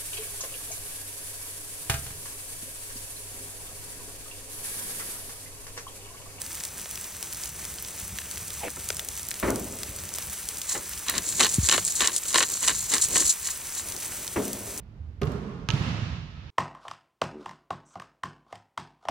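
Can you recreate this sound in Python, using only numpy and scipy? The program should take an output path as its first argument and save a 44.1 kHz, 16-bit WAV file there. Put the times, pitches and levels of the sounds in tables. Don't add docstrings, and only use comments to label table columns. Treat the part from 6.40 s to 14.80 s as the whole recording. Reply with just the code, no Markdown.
import sys
import numpy as np
from scipy import signal
from scipy.fft import rfft, irfft, next_fast_len
from scipy.io import wavfile

SR = 44100
rng = np.random.default_rng(int(sys.argv[2]) if len(sys.argv) > 2 else 0)


def master_out(mix):
    frames = np.transpose(np.atleast_2d(mix))
    ceiling = np.clip(frames, -1, 1)
    pcm = np.round(ceiling * 32767).astype(np.int16)
    wavfile.write(sys.argv[1], SR, pcm)


N = 370572

# (time [s], sizzle [dB], burner rumble [dB], background rush [dB])
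GRIDDLE_LEVELS = [(0, -38.5, -51, -50.5), (1.0, -39.5, -52, -52), (1.9, -39, -48.5, -52),
                  (2.7, -39.5, -51.5, -51), (3.4, -39.5, -49, -53), (4.0, -37.5, -51, -54),
                  (4.6, -38, -53.5, -53), (4.9, -36.5, -45, -47.5), (5.4, -36.5, -47.5, -53.5),
                  (5.85, -38.5, -59, -53), (6.3, -37.5, -50.5, -59), (6.8, -35, -47.5, -47),
                  (6.95, -37, -54, -58), (7.5, -37, -53.5, -50.5), (8.4, -38.5, -50, -54)]
# (frequency [Hz], level [dB])
SIZZLE_SPECTRUM = [(500, -13), (1000, -4), (2440, -2.5), (3300, -4.5), (5300, -4), (6000, 1.5),
                   (6800, -1.5), (7900, 2), (10000, 0), (11200, -4), (13200, -7.5), (13700, -3),
                   (15600, -5.5)]
def sizzle(level_db):
    hiss = rng.standard_normal((2, N)) * amp(1.2 * drift(11.3))
    clumps = amp(5.6 * drift(25))
    spits = 0
    for hz in np.geomspace(900, 15000, 9):
        bubbles = grains(140 * clumps, spread_db=3.5, most=5.2)
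        spits += rms_one(resonance(bubbles, hz, .5 * hz)) * np.sqrt(hz)
    return amp(level_db) * coloured(hiss + amp(-5.0) * rms_one(spits), SIZZLE_SPECTRUM)


# (time [s], peak [dB], pitch [Hz], fall below [dB/octave], fall above [dB/octave])
FAT_POPS = [(0.0175, -19, 8800, 9, 9), (0.0638, -25, 8800, 9, 36), (0.147, -23, 9700, 9, 12),
            (0.1525, -24, 8800, 12, 9), (0.2021, -20, 7900, 18, 36), (0.207, -33, 1900, 24, 0),
            (0.2369, -19, 8800, 9, 27), (0.2516, -20, 8800, 9, 15), (0.3966, -28, 8800, 9, 12),
            (0.4579, -30, 5900, 3, 21), (0.5111, -22, 11800, 9, 0), (0.5563, -24, 4800, 24, 9),
            (0.5752, -33, 1300, 15, 0), (0.6117, -24, 8800, 21, 18), (0.6433, -25, 7200, 9, 12),
            (0.8273, -20, 9700, 6, 12), (0.9275, -21, 6500, 15, 15), (0.9334, -22, 13100, 9, 0),
            (0.9465, -25, 7200, 12, 18), (0.9728, -27, 8800, 15, 9), (1.036, -15, 7200, 18, 36),
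            (1.0565, -25, 9700, 9, 0), (1.0923, -26, 9700, 9, 3), (1.2438, -26, 7900, 9, 15),
            (1.2519, -23, 8800, 9, 12), (1.3402, -28, 9700, 12, 3), (1.3848, -25, 4800, 12, 21),
            (1.4247, -22, 13100, 12, 0), (1.4483, -24, 4800, 12, 18), (1.5899, -26, 8800, 21, 9),
            (1.6502, -27, 8800, 21, 6), (1.7865, -25, 1400, 21, 0), (1.8172, -31, 2600, 9, 9),
            (1.9127, -22, 8800, 9, 15), (1.973, -31, 1400, 21, 0), (1.9789, -24, 8800, 9, 6),
            (2.1045, -28, 3900, 12, 0), (2.3033, -21, 7900, 21, 12), (2.4424, -27, 13100, 9, 0),
            (2.4886, -15, 8800, 12, 18), (2.5032, -17, 7200, 3, 12), (2.5464, -23, 9700, 15, 15),
            (2.568, -21, 8800, 12, 18), (2.5946, -23, 2400, 15, 0), (2.6476, -26, 9700, 12, 0),
            (2.6871, -17, 8800, 12, 9), (2.7751, -27, 13100, 6, 0), (2.795, -27, 8800, 6, 12),
            (2.8307, -22, 8800, 15, 27), (2.8516, -27, 8800, 9, 36), (2.8869, -19, 10700, 12, 0),
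            (2.9079, -16, 7900, 27, 21), (2.9136, -21, 2400, 15, 3), (2.9412, -24, 8800, 6, 15),
            (2.9995, -19, 13100, 9, 0), (3.1044, -16, 8800, 15, 15), (3.1588, -19, 8800, 15, 12),
            (3.1964, -23, 9700, 18, 12), (3.3881, -25, 8800, 15, 24), (3.4326, -20, 7900, 6, 9),
            (3.5627, -23, 8800, 18, 18), (3.5877, -26, 7200, 9, 24), (3.637, -44, 1800, 0, -6),
            (3.6903, -24, 7900, 9, 27), (3.739, -13, 7900, 27, 36), (3.7495, -26, 7900, 6, 27),
            (3.759, -26, 7900, 12, 0), (3.7848, -22, 13100, 3, 0), (3.8244, -25, 5300, 12, 18),
            (4.088, -14, 8800, 12, 18), (4.1707, -22, 7900, 12, 33), (4.2163, -24, 4300, 9, 0),
            (4.4935, -23, 8800, 21, 0), (4.5342, -27, 7900, 6, 12), (4.5767, -25, 7200, 9, 12),
            (7.3511, -23, 7900, 15, 6), (7.4866, -21, 8800, 12, 21), (7.5218, -21, 8800, 9, 33),
            (7.5645, -19, 7200, 21, 18), (7.8457, -47, 1200, -3, -6), (7.8781, -18, 7200, 9, 21),
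            (8.0532, -22, 8800, 15, 15), (8.0803, -46, 1200, -6, -6), (8.1313, -21, 7200, 15, 0),
            (8.3772, -21, 6500, 27, 9)]
def pops():
    out = np.zeros((2, N))
    small = chance_clicks(per_s=12, level_db=np.full(N, -32), spread_db=3.0,
                          hz=np.full(N, 9000), octaves=1.4)
    for s, *click in FAT_POPS + small:
        add_registers(out, s, snap(tail_db=-15.5, t60=0.013), register_peaks(*click))
    return out


# (time [s], hold [s], rustle of corns [dB], crunch in the burr [dB], grip on the housing [dB])
MILL_STROKES = [(4.295, 0.035, -30.5, -42, -62), (4.353, 0.022, -35, -39.5, -40),
                (4.687, 0.022, -39, -28, -44), (4.74, 0.045, -40, -34, -38), (4.873, 0.09, -30.5, -60, -50),
                (5.003, 0.043, -22.5, -22, -31.5), (5.114, 0.041, -27.5, -57, -52),
                (5.25, 0.013, -24.5, -39, -56), (5.288, 0.0061, -32.5, -38, -40),
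                (5.325, 0.021, -24, -26, -33.5), (5.379, 0.005, -28.5, -32, -42),
                (5.459, 0.045, -31, -57, -60), (5.57, 0.038, -28, -55, -53), (5.617, 0.02, -29, -24, -37),
                (5.641, 0.051, -33, -30, -43), (5.747, 0.023, -29, -46, -49),
                (5.892, 0.025, -29.5, -62, -53), (5.953, 0.081, -26.5, -25.5, -36),
                (6.089, 0.079, -30, -49, -49), (6.232, 0.011, -25, -30, -43.5),
                (6.281, 0.029, -27, -27, -39.5), (6.354, 0.1, -31, -65, -62),
                (6.518, .015, -28.5, -31, -45), (6.537, 0.018, -28, -24, -35),
                (6.567, 0.012, -34, -31.5, -59), (6.62, 0.033, -23, -61, -58), (6.716, .03, -31, -52, -40),
                (6.761, 0.011, -24.5, -26, -34.5), (6.786, 0.04, -24, -35, -40),
                (6.873, 0.031, -21.5, -54, -64), (7.055, 0.044, -26.5, -37.5, -58),
                (7.364, 0.036, -34, -44, -53)]
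def stroke_levels():
    t, power = np.arange(0, N, 44) / SR, 1e-12
    slopes_db_per_s = [(288, 900, 802), (27, 53, 49), (475, 548, 400)]
    rise, sag, fall = np.array(slopes_db_per_s)[:, :, None]
    for s, hold, *levels_db in MILL_STROKES:
        loss_db = rise * np.maximum(s - t, 0) + sag * np.clip(t - s, 0, hold)
        loss_db += fall * np.maximum(t - s - hold, 0)
        power = power + amp(np.array(levels_db)[:, None] - loss_db) ** 2
    return [np.interp(np.arange(N) / SR, t, 10 * np.log10(p)) for p in power]


# (frequency [Hz], width [Hz], gain [dB])
MILL_MODES = [(615, 420, -29), (1067, 123, 2.5), (1375, 220, -2.5), (1820, 430, 0.5), (2950, 240, -1),
              (3930, 360, 0)]
# (frequency [Hz], width [Hz], gain [dB])
CORN_MODES = [(3070, 1000, -8.5), (4220, 590, 4.5), (5340, 2200, -0.5), (7190, 1130, 9.5), (8500, 1820, 4),
              (10430, 1650, 0.5)]
# (time [s], peak [dB], pitch [Hz], fall below [dB/octave], fall above [dB/octave])
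CORN_CRACKS = [(4.6833, -13, 4300, 12, 9), (4.6971, -12, 13100, 6, 0), (4.7521, -19, 4800, 9, 18),
               (4.7798, -10, 7200, 9, 15), (4.7852, -20, 2600, 21, 9), (4.8892, -14, 8800, 15, 30),
               (4.9242, -23, 8800, 6, 36), (4.9952, -16, 8800, 12, 36), (5.0026, -15, 3900, 3, 12),
               (5.0073, -9, 8800, 3, 30), (5.0299, -8, 3900, 27, 12), (5.0357, -8, 7200, 6, 36),
               (5.0458, -14, 5300, 12, 6), (5.055, -14, 3500, 15, 18), (5.0658, -20, 1200, 27, 0),
               (5.0913, -13, 7900, 18, 36), (5.1427, -10, 8800, 15, 36), (5.1494, -13, 8800, 21, 36),
               (5.159, -16, 8800, 21, 36), (5.2876, -6, 8800, 6, 24), (5.2954, -5, 7900, 6, 36),
               (5.3125, -11, 3200, 12, 6), (5.3247, -12, 5300, 6, 15), (5.3339, -15, 3500, 6, 18),
               (5.3431, -16, 1200, 24, 3), (5.3617, -17, 8800, 6, 36), (5.379, -18, 8800, 0, 36),
               (5.3855, -24, 8800, 3, 36), (5.4496, -5, 7900, 30, 30), (5.4662, -15, 8800, 21, 36),
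               (5.4778, -7, 7900, 21, 36), (5.4834, -18, 8800, 9, 36), (5.5216, -17, 7200, 18, 9),
               (5.5537, -11, 7900, 27, 36), (5.6061, -10, 4300, 6, 6), (5.6442, -17, 7200, 6, 36),
               (5.6495, -10, 7900, 21, 36), (5.6584, -17, 5900, 9, 33), (5.6735, -2, 7200, 12, 24),
               (5.7177, -26, 5300, 6, 12), (5.7632, -7, 8800, 15, 36), (5.7682, -18, 8800, 15, 36),
               (5.7814, -16, 8800, 12, 27), (5.7869, -22, 8800, 15, 21), (5.8201, -26, 10700, 15, 3),
               (5.8347, -20, 8800, 12, 18), (5.8541, -29, 8800, 3, 33), (5.8825, -15, 7900, 21, 36),
               (5.8884, -18, 8800, 27, 36), (5.9057, -23, 7900, 6, 30), (5.9281, -9, 7200, 27, 36),
               (5.9434, -12, 8800, 3, 24), (5.9574, -12, 6500, 3, 15), (5.9764, -5, 7200, 24, 21),
               (5.9814, -6, 7900, 6, 27), (5.9955, -10, 7900, 12, 30), (6.0044, -9, 7900, 9, 36),
               (6.0106, -14, 2400, 6, 12), (6.0264, -14, 7900, 3, 30), (6.0336, -12, 4800, 9, 27),
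               (6.1003, -11, 7900, 27, 27), (6.1189, -18, 7900, 12, 3), (6.1501, -34, 1300, 9, 3),
               (6.1713, -31, 1300, 21, 3), (6.207, -17, 8800, 18, 36), (6.2366, -21, 3500, 9, 15),
               (6.2654, -15, 8800, 21, 24), (6.2772, -10, 7900, 6, 27), (6.2816, -7, 8800, 6, 33),
               (6.3881, -18, 8800, 18, 36), (6.4986, -15, 7200, 21, 36), (6.5376, -7, 7900, 9, 24),
               (6.5441, -11, 8800, 9, 36), (6.5813, -8, 7900, 12, 36), (6.6129, -14, 8800, 21, 27),
               (6.6224, -13, 8800, 12, 36), (6.6344, -15, 8800, 18, 36), (6.6402, -7, 7900, 24, 36),
               (6.6496, -22, 8800, 6, 24), (6.685, -21, 8800, 12, 9), (6.7569, -11, 1400, 24, 9),
               (6.7672, -15, 8800, 3, 36), (6.8039, -10, 7900, 15, 36), (6.8637, -7, 7900, 24, 36),
               (6.879, -9, 8800, 21, 36)]
CRACK_REGISTER_DB = (-2.5, -0.6, 0.1, -1.5, -1.6, -1.9, -2.3)
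def pepper_mill():
    rustle_db, crunch_db, grip_db = stroke_levels()
    crushing = grains(2500 * amp(6.0 * drift(40)), spread_db=4.0)
    crunch = rms_one(body(crushing, MILL_MODES))
    jostling = grains(3500 * amp(5.5 * drift(40)), spread_db=2.5)
    rustle = rms_one(resonance(body(jostling, CORN_MODES), hz=6200, width_hz=7600))
    grip = rms_one(narrow(rng.standard_normal((2, N)), hz=256, width_hz=377))
    out = amp(crunch_db) * crunch + amp(rustle_db) * rustle + amp(grip_db) * grip
    pitch_hz = np.where(crunch_db > rustle_db - 6, 3500, 7000)
    small = chance_clicks(per_s=15, level_db=rustle_db + 3.5, spread_db=2, hz=pitch_hz, octaves=0.89)
    for s, *click in CORN_CRACKS + small:
        puff = snap(tail_db=-13, t60=0.017)
        crack = body(puff, MILL_MODES + CORN_MODES) + amp(-10.5) * puff
        add_registers(out, s, crack, register_peaks(*click) + CRACK_REGISTER_DB)
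    return out


# (time [s], body peak [dB], tilt [dB/octave], top [dB re body],
# decay length [factor], rise [s], echo [dB re body], extra weight under 120 Hz [dB])
SET_DOWNS = [(2.281, -28, -0.5, 5.5, 0.071, 0.0012, -39, .1), (2.364, -36, 18, -1.5, 0.17, 0.0083, -31, .1),
             (3.027, -17.5, 5.5, -2, 0.84, 0.00095, -19.5, 8.5),
             (3.078, -18.5, 7, -6, 0.55, 0.0028, -14.5, 8), (4.347, -28, 17, 1, 0.49, 0.0044, -18, .1),
             (7.545, -34, 11.5, -23, 0.3, .003, -26, .1), (7.785, -40, 6, -24, 0.92, 0.0033, -20, 2),
             (7.957, -16.5, 5.5, -7, 0.51, 0.0071, -12, 2)]
# (frequency [Hz], level [dB], t60 before the length factor [s])
THUD_LOW_BANDS = [(59.5, 1, 0.47), (90, 3, 0.56), (152.4, -11.5, 0.58), (206, -1, 1), (268.7, 1, 0.81),
                  (359, 0.5, 0.64), (495, -5, 0.43), (746, -13.5, 0.34)]
# (frequency [Hz], level [dB], t60 before the length factor [s])
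THUD_TOP_BANDS = [(1230, 12, 0.35), (1350, 11, 0.56), (1760, 16.5, 0.22), (2480, -17, 0.085)]
def thuds():
    out, t = np.zeros((2, N)), np.arange(SR) / SR
    echo_t60_s, echo_rise_s = 2.15, 0.27
    echo = amp(-60 * t / echo_t60_s) * np.minimum(t / echo_rise_s, 1)
    for s, peak_db, tilt_db, top_db, length, rise, echo_db, weight_db in SET_DOWNS:
        attack = np.minimum(t / max(rise, .001), 1)
        parts = (THUD_LOW_BANDS, peak_db, amp(echo_db) * echo), (THUD_TOP_BANDS, peak_db + top_db, 0)
        for bands, level_db, tail in parts:
            noise, sound = rng.standard_normal((2, SR)), 0
            for hz, db, t60 in bands:
                gain = amp(db + tilt_db * np.log2(hz) + weight_db * (hz < 120))
                decay = amp(-60 * t / (t60 * length)) + tail / (1 + (hz / 600) ** 4)
                sound += rms_one(narrow(noise, hz, 0.48 * hz)) * gain * decay
            add(out, s, sound * attack, level_db)
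    return out


# (time [s], ring [Hz], level [dB])
DRAG_PATH = [(2.205, 945, -48), (2.229, 815, -45), (2.234, 725, -31), (2.255, 563, -35.5),
             (2.278, 360, -34)]
def drag():
    hz, level_db = in_time(DRAG_PATH)
    noise = rng.standard_normal((3, 2, N))
    slow = signal.lfilter([1], [1, -2 * .975, .975 ** 2], noise[:2])
    phase = 2 * np.pi * np.cumsum(hz) / SR
    ring = rms_one(slow[0] * np.cos(phase) + slow[1] * np.sin(phase))
    rasp = rms_one(narrow(noise[2], hz=2200, width_hz=1100))
    return amp(level_db) * (ring + amp(-5.0) * rasp)


# (time [s], peak [dB], start pitch [Hz], end pitch [Hz], t60 [s])
MICROPHONE_BUMPS = [(5.182, -12, 330, 67.6, 0.11), (5.229, -22.5, 150, 70, 0.12)]
def bumps():
    out, t = np.zeros((2, N)), np.arange(SR // 4) / SR
    attack = np.minimum(t / 0.004, 1) ** 2
    for s, peak_db, start_hz, end_hz, t60 in MICROPHONE_BUMPS:
        hz = end_hz + (start_hz - end_hz) * np.exp(-t / 0.0054)
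        wave = -np.sin(2 * np.pi * np.cumsum(hz) / SR) * amp(-60 * t / t60) * attack
        add(out, s, np.array([wave, wave]), peak_db)
    return out


# (frequency [Hz], level [dB])
BURNER_SPECTRUM = [(13, -40), (22, -52), (45, -2), (70, 4), (130, -6), (200, -5.5), (300, -47), (500, -38)]
def burner(level_db):
    return amp(level_db + 3.4 * drift(7.4)) * coloured(rng.standard_normal((2, N)), BURNER_SPECTRUM)


# (frequency [Hz], level [dB])
RUSH_SPECTRUM = [(120, 3), (220, 0.5), (400, 2.5), (700, -1.5), (1100, -6), (1600, -12), (3000, -27)]
def rush(level_db):
    return amp(level_db + 2.0 * drift(5.2)) * coloured(rng.standard_normal((2, N)), RUSH_SPECTRUM)


# (low edge [Hz], high edge [Hz])
CLICK_REGISTERS = [(350, 700), (700, 1600), (1600, 2800), (2800, 4500), (4500, 7000), (7000, 11000),
                   (11000, 15600)]
def add_registers(out, s, sound, peaks_db):
    for k, (edges, peak_db) in enumerate(zip(CLICK_REGISTERS, peaks_db)):
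        band = signal.butter(3, edges, "band", fs=SR, output="sos")
        add(out, s, (-1) ** k * signal.sosfilt(band, sound), peak_db)


def register_peaks(peak_db, hz, below_db, above_db):
    octaves = np.log2(np.sqrt(np.prod(CLICK_REGISTERS, axis=1)) / hz)
    return peak_db + below_db * np.minimum(octaves, 0) - above_db * np.maximum(octaves, 0)


def snap(tail_db, t60, size=1500):
    sound = rng.standard_normal((2, size)) * amp(tail_db - 60 * np.arange(size) / SR / t60)
    sound[:, 0] = rng.choice([-1, 1], 2)
    return sound


def chance_clicks(per_s, level_db, spread_db, hz, octaves):
    gap, size, pitch, breadth = rng.random((400, 4)).T
    s = np.cumsum(-np.log(gap)) / per_s
    i = np.minimum(s * SR, N - 1).astype(int)
    peak_db = level_db[i] + spread_db * np.minimum(-np.log(size), 2)
    fall_db = 12 + 18 * breadth
    rows = np.transpose([s, peak_db, hz[i] * 2 ** (octaves * (pitch - .5)), fall_db, fall_db])
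    return list(rows[(s < N / SR - .01) & (level_db[i] > -45)])


def grains(per_s, spread_db, most=6.8):
    sizes = (rng.random(N) < per_s / SR) * amp(spread_db * np.minimum(rng.exponential(1, N), most))
    return sizes * rng.choice([-1, 1], (2, N)) + 1e-18


def drift(rate):
    r = np.exp(-80 * np.pi * rate / SR)
    slow = signal.lfilter([1], [1, -2 * r, r * r], rng.standard_normal(N // 40 + 2002))[2000:]
    return np.interp(np.arange(N) / 40, np.arange(len(slow)), rms_one(slow))


def resonance(x, hz, width_hz):
    r = np.exp(-np.pi * width_hz / SR)
    poles = [1, -2 * r * np.cos(2 * np.pi * hz / SR), r * r]
    return signal.lfilter([(1 - r * r) / 2, 0, (r * r - 1) / 2], poles, x)


def narrow(x, hz, width_hz):
    return resonance(resonance(x, hz, width_hz), hz, width_hz)


def body(x, modes):
    return sum((-1) ** k * amp(db) * resonance(x, hz, width) for k, (hz, width, db) in enumerate(modes))


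def coloured(x, spectrum):
    size = next_fast_len(N)
    gain = amp(at_hz(spectrum, np.fft.rfftfreq(size, 1 / SR)))
    return rms_one(irfft(rfft(x, size) * gain, size)[:, :N])


def add(out, s, sound, peak_db):
    i = round(s * SR)
    out[:, i:i + sound.shape[1]] += (amp(peak_db) * sound / np.abs(sound[0]).max())[:, :N - i]


def in_time(rows):
    s, *columns = np.transpose(rows)
    return [np.interp(np.arange(N) / SR, s, c, left=-120, right=-120) for c in columns]


def at_hz(points, hz):
    points = np.array(points)
    return np.interp(np.log(hz + 1), np.log(points[:, 0] + 1), points[:, 1])


def amp(db):
    return 10 ** (np.asarray(db) / 20)


def rms_one(x):
    return x / np.sqrt(np.mean(x ** 2) + 1e-20)


# (frequency [Hz], phase [rad])
LEFT_LEAD = [(30, -0.04), (100, -0.08), (200, -0.22), (320, -0.5), (500, -0.75), (800, -0.6), (1300, -0.1),
             (4820, 0.0), (5430, -0.7), (6980, -1.3), (10300, -1.2), (16400, -2.0)]
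# (frequency [Hz], level [dB])
LEFT_GAIN = [(100, 0), (400, 1.5), (740, 0), (1200, -1.3), (2000, 0.3), (5500, 0.8), (9000, 0)]
def stereo(pair, likeness):
    size = next_fast_len(N + SR)
    hz = np.fft.rfftfreq(size, 1 / SR)
    alike, lead = np.clip(at_hz(likeness, hz), 0, 1), at_hz(LEFT_LEAD, hz)
    mid, side = rfft(pair, size) * np.sqrt([1 + alike, 1 - alike]) / np.sqrt(1 + alike * np.cos(lead))
    turn = np.exp(.5j * lead) * amp(at_hz(LEFT_GAIN, hz) / 2)
    return irfft([(mid + side) * turn, (mid - side) / turn], size)[:, :N]


# (frequency [Hz], left-right likeness [0-1])
STEADY_LIKENESS = [(60, 0.98), (200, 1), (450, 1), (750, 0.79), (1200, 0.92), (1700, 1), (4400, 1),
                   (5400, 0.94), (8500, 0.73), (15000, .7)]
# (frequency [Hz], left-right likeness [0-1])
EVENT_LIKENESS = [(60, .999), (250, .99), (500, .9), (900, .75), (1500, .93), (2800, .92), (3900, .95),
                  (5200, .75), (7000, .82), (15000, .58)]
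def scene():
    sizzle_db, rumble_db, rush_db = in_time(GRIDDLE_LEVELS)
    background = burner(rumble_db) + rush(rush_db)
    steady = sizzle(sizzle_db) + background
    events = pops() + pepper_mill() + thuds() + drag() + bumps()
    return stereo(steady, STEADY_LIKENESS) + stereo(events, EVENT_LIKENESS)


def record(dry):
    cutoff_hz = 15780
    rounded = dry / (1 + np.abs(dry) ** 4) ** .25
    return signal.sosfilt(signal.ellip(10, .3, 75, cutoff_hz, fs=SR, output="sos"), .95 * rounded)


dry = scene()
out = record(dry)
master_out(out)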